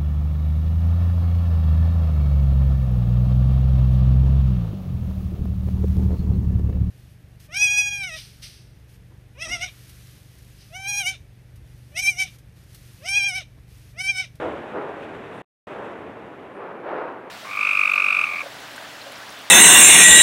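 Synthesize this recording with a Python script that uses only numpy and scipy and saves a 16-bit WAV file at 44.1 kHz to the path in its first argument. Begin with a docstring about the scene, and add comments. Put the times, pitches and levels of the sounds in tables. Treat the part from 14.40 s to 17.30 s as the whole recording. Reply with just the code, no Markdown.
"""An erupting volcanic vent heard across open ground, with a burst already under way at the start.
Gas surges through the lava as dense swarms of pops, filtered by the hollow crater, over a slowly easing roar.
Wind, as shaped noise, hisses and buffets the microphone throughout.
Near one second all sound cuts out for a quarter of a second, leaving a brief faint trail.
The surges then resume, and the wind eases in the second half."""
import sys
import numpy as np
from scipy.fft import rfft, irfft, next_fast_len
from scipy.io import wavfile
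from scipy.ndimage import map_coordinates

SR = 44100
rng = np.random.default_rng(int(sys.argv[2]) if len(sys.argv) > 2 else 0)


def dump(signal):
    """Clip the signal to [-1, 1] and save it as 16-bit WAV at the path in sys.argv[1]."""
    limited = np.clip(np.atleast_2d(signal).T, -1, 1)
    pcm = np.round(limited * 32767).astype(np.int16)
    wavfile.write(sys.argv[1], SR, pcm)


N = 127890  # samples, about 2.9 s


def amp(db):
    """Logarithmic level: decibels to amplitude gain."""
    return 10 ** (np.asarray(db) / 20)


def unit(x):
    """Normalisation: scales x to rms 1."""
    return x / np.sqrt(np.mean(x ** 2) + 1e-20)


def seconds():
    """Sampling: the time of each sample in seconds."""
    return np.arange(N) / SR


def wobble(rate):
    """Slow random modulation: a smooth curve through rate random knots per second."""
    knots = rng.standard_normal(N // 20)
    return map_coordinates(knots, [seconds() * rate], mode="mirror")


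def coloured(x, points):
    """Minimum-phase filtering: folding the cepstrum makes a causal response from (f, level) points; rms 1."""
    m = 2 * next_fast_len(N // 2 + SR // 4)  # padded, even length
    hz, db = np.transpose(points)
    log_hz = np.log(np.fft.rfftfreq(m, 1 / SR) + 1)
    gain_db = np.interp(log_hz, np.log(hz + 1), db)
    cepstrum = irfft(np.log(amp(gain_db)), m)
    cepstrum[1:m // 2] *= 2
    cepstrum[m // 2 + 1:] = 0
    response = np.exp(rfft(cepstrum))
    return unit(irfft(rfft(x, m) * response, m)[:N])


def noise(points):
    """Spectral shaping: white Gaussian noise filtered to the given spectrum, at rms 1."""
    return coloured(rng.standard_normal(N), points)


# Gas bursts: start t/s, rise t/s, hold t/s, fall rate/(dB/s), level/dB at full swell,
# tearing level/dB relative to the hollow sound
GAS_BURSTS = [ (-.05, 0.089, 0.022, 84, -27.5, -10.5), (0.297, 0.071, .05, 67, -29.5, -5),
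              (1.223, 0.14, 0.11, 48, -35.5, -3), (2.123, 0.1, 0.058, 50, -35.5, 0),
              (2.425, 0.064, 0.13, 66, -30, 1), ]
# Hollow response of the crater: f/Hz, relative level/dB per Hz
CRATER_SPECTRUM = [(40, -55), (120, -21.5), (240, -16.5), (330, -3), (430, -1), (590, -2), (780, -6.5),
                   (1200, -14), (2000, -29.5), (4000, -65), (8000, -85)]
# Gas tearing through the lava: f/Hz, relative level/dB per Hz
TEARING_SPECTRUM = [(200, -23.5), (500, 3.5), (850, 3), (1400, 1), (1750, -5), (2100, -11), (2550, -13.5),
                    (3100, -24), (4000, -32), (5000, -40.5), (7000, -56), (13000, -77)]


def gas_bursts():
    """Source-filter principle: one flow drives crater and tearing; each burst swells, holds and decays."""
    t, out = seconds(), np.zeros(N)
    flow = escaping_gas()
    hollow = coloured(flow, CRATER_SPECTRUM)
    tearing = coloured(flow, TEARING_SPECTRUM)
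    for start, rise, hold, fall, level_db, bright_db in GAS_BURSTS:
        attack = np.clip((t - start) / rise, 0, 1)
        decay = amp(-fall * np.maximum(t - start - rise - hold, 0))
        timbre = unit(hollow + amp(bright_db) * tearing)
        out += amp(level_db) * attack * decay * timbre
    return out


POPS_PER_S, POP_SPREAD_DB = 1200, 2.5  # mean pop rate; spread in pop level
TURBULENT_SHARE = 0.48  # fraction of the power that is turbulence
SPUTTER_HZ, SPUTTER_DB = 70, 0.47  # knots per second and depth of the jet's sputter


def escaping_gas():
    """Shot noise: random pops of uneven size add to turbulence, and the sputter modulates both."""
    popping = rng.random(N) < POPS_PER_S / SR
    pops = popping * amp(POP_SPREAD_DB * np.clip(rng.standard_normal(N), -2, 2))
    turbulence = rng.standard_normal(N)
    flow = np.sqrt(1 - TURBULENT_SHARE) * unit(pops - pops.mean()) + np.sqrt(TURBULENT_SHARE) * turbulence
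    return flow * amp(SPUTTER_DB * wobble(SPUTTER_HZ))


# Roar of the vent: f/Hz, relative level/dB per Hz
ROAR_SPECTRUM = [(25, -49.5), (60, -32), (110, -11.5), (200, -4.5), (400, 0.5), (580, -1), (850, -4.5),
                 (1600, -12), (2600, -19), (3600, -32), (5000, -44.5), (9000, -58.5)]
ROAR_START_DB, ROAR_EASES_DB_PER_S = -37.5, 1.39


def vent_roar(churn_db=0.17, churn_hz=9):
    """Broadband jet noise: a continuous gas flow shaped by the roar spectrum, its level falling steadily in dB."""
    level_db = ROAR_START_DB - ROAR_EASES_DB_PER_S * seconds() + churn_db * wobble(churn_hz)
    return amp(level_db) * coloured(escaping_gas(), ROAR_SPECTRUM)


# Wind strength: t/s, relative level/dB
WIND_STRENGTH = [(0, 6.5), (.08, 4), (.25, -1), (.48, -2.5), (.66, 1), (.86, 0.5), (.97, 0.5), (1.28, 2),
                 (1.36, -1), (1.5, -0.5), (1.63, -5), (1.85, -7), (2.1, -10), (2.4, -20.5), (2.9, -14.5)]
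# Wind rushing past the microphone: f/Hz, relative level/dB per Hz
RUSH_SPECTRUM = [(100, -10), (400, 8), (900, -0.5), (1650, 4.5), (2100, -1), (2650, -2.5), (3150, -7.5),
                 (3650, -9.5), (4200, -20.5), (5000, -25), (8000, -27), (10500, -33), (13000, -39)]
# Buffeting of the microphone: f/Hz, relative level/dB per Hz
BUFFET_SPECTRUM = [(20, -37.5), (35, -29.5), (55, -8), (90, 1.5), (170, 0), (300, 3), (700, -20),
                   (2000, -63)]
RUSH_DB, BUFFET_DB = -45, -45.5  # levels at 0 dB wind strength
BUFFET_GROWS = .85  # dB of buffeting per dB of wind strength
LUMP_DB, LUMP_HZ = 2, 16  # depth and knots per second of the buffeting's unevenness


def wind(flutter_db=1.1, flutter_hz=40):
    """Flow noise with a common modulator: one strength drives the airy rush and the lumpy low buffeting."""
    strength_db = np.interp(seconds(), *np.transpose(WIND_STRENGTH))
    rush_db = RUSH_DB + strength_db + flutter_db * wobble(flutter_hz)
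    rush = amp(rush_db) * noise(RUSH_SPECTRUM)
    lumps = unit(amp(LUMP_DB * wobble(LUMP_HZ)) * noise(BUFFET_SPECTRUM))
    buffeting = amp(BUFFET_DB + BUFFET_GROWS * strength_db) * lumps
    return rush + buffeting


# Faint wisps of high hiss: centre t/s, Gaussian half length t/s, centre f/Hz,
# half width f/Hz, level/dB before the Gaussian envelope
HISS_WISPS = [(.965, 0.042, 9100, 1700, -70), (1.45, .04, 7700, 250, -79), (2.165, 0.024, 9050, 260, -76.5)]


def wisps():
    """Band-limited noise: each brief wisp has a resonance-shaped band and a Gaussian envelope."""
    t, hz, out = seconds(), np.fft.rfftfreq(N, 1 / SR), np.zeros(N)
    for centre, half, pitch_hz, width_hz, level_db in HISS_WISPS:
        resonance = 1 / (1 + ((hz - pitch_hz) / width_hz) ** 2)
        band = irfft(rfft(rng.standard_normal(N)) * resonance, N)
        envelope = np.exp(-((t - centre) / half) ** 2 / 2)
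        out += amp(level_db) * envelope * unit(band)
    return out


# Microphone self-noise: f/Hz, relative level/dB per Hz
HISS_SPECTRUM = [(100, 0), (5000, -0.56), (9000, -1), (13000, -2)]


def microphone_hiss(level_db=-74):
    """Self-noise: stationary, nearly white noise sets the background floor."""
    return amp(level_db) * noise(HISS_SPECTRUM)


def scene():
    """Linear superposition: vent, wind and faint hisses add at one microphone."""
    vent = gas_bursts() + vent_roar()
    return (vent + wind() + wisps() + microphone_hiss())[None]


DROPOUT_START_S, DROPOUT_END_S, EDGE_S = 1.0195, 1.2705, .002  # silence and its edge smoothing
TRAIL_DB, TRAIL_S = -32, 0.0264  # faint trail as the dropout begins
TOP_HZ = 13150  # band limit


def record(dry):
    """Gating and band limiting: the sound drops out once, and nothing is kept above the limit."""
    t, m = seconds(), next_fast_len(N + SR // 2)
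    trail = amp(TRAIL_DB) * (t < DROPOUT_START_S + TRAIL_S)
    gate = np.where((t < DROPOUT_START_S) | (t > DROPOUT_END_S), 1., trail)
    edge = np.hanning(round(EDGE_S * SR))
    live = np.convolve(gate, edge / edge.sum(), "same")
    passband = np.fft.rfftfreq(m, 1 / SR) < TOP_HZ
    return irfft(rfft(dry * live, m) * passband, m)[:, :N]


dry = scene()
out = record(dry)
dump(out)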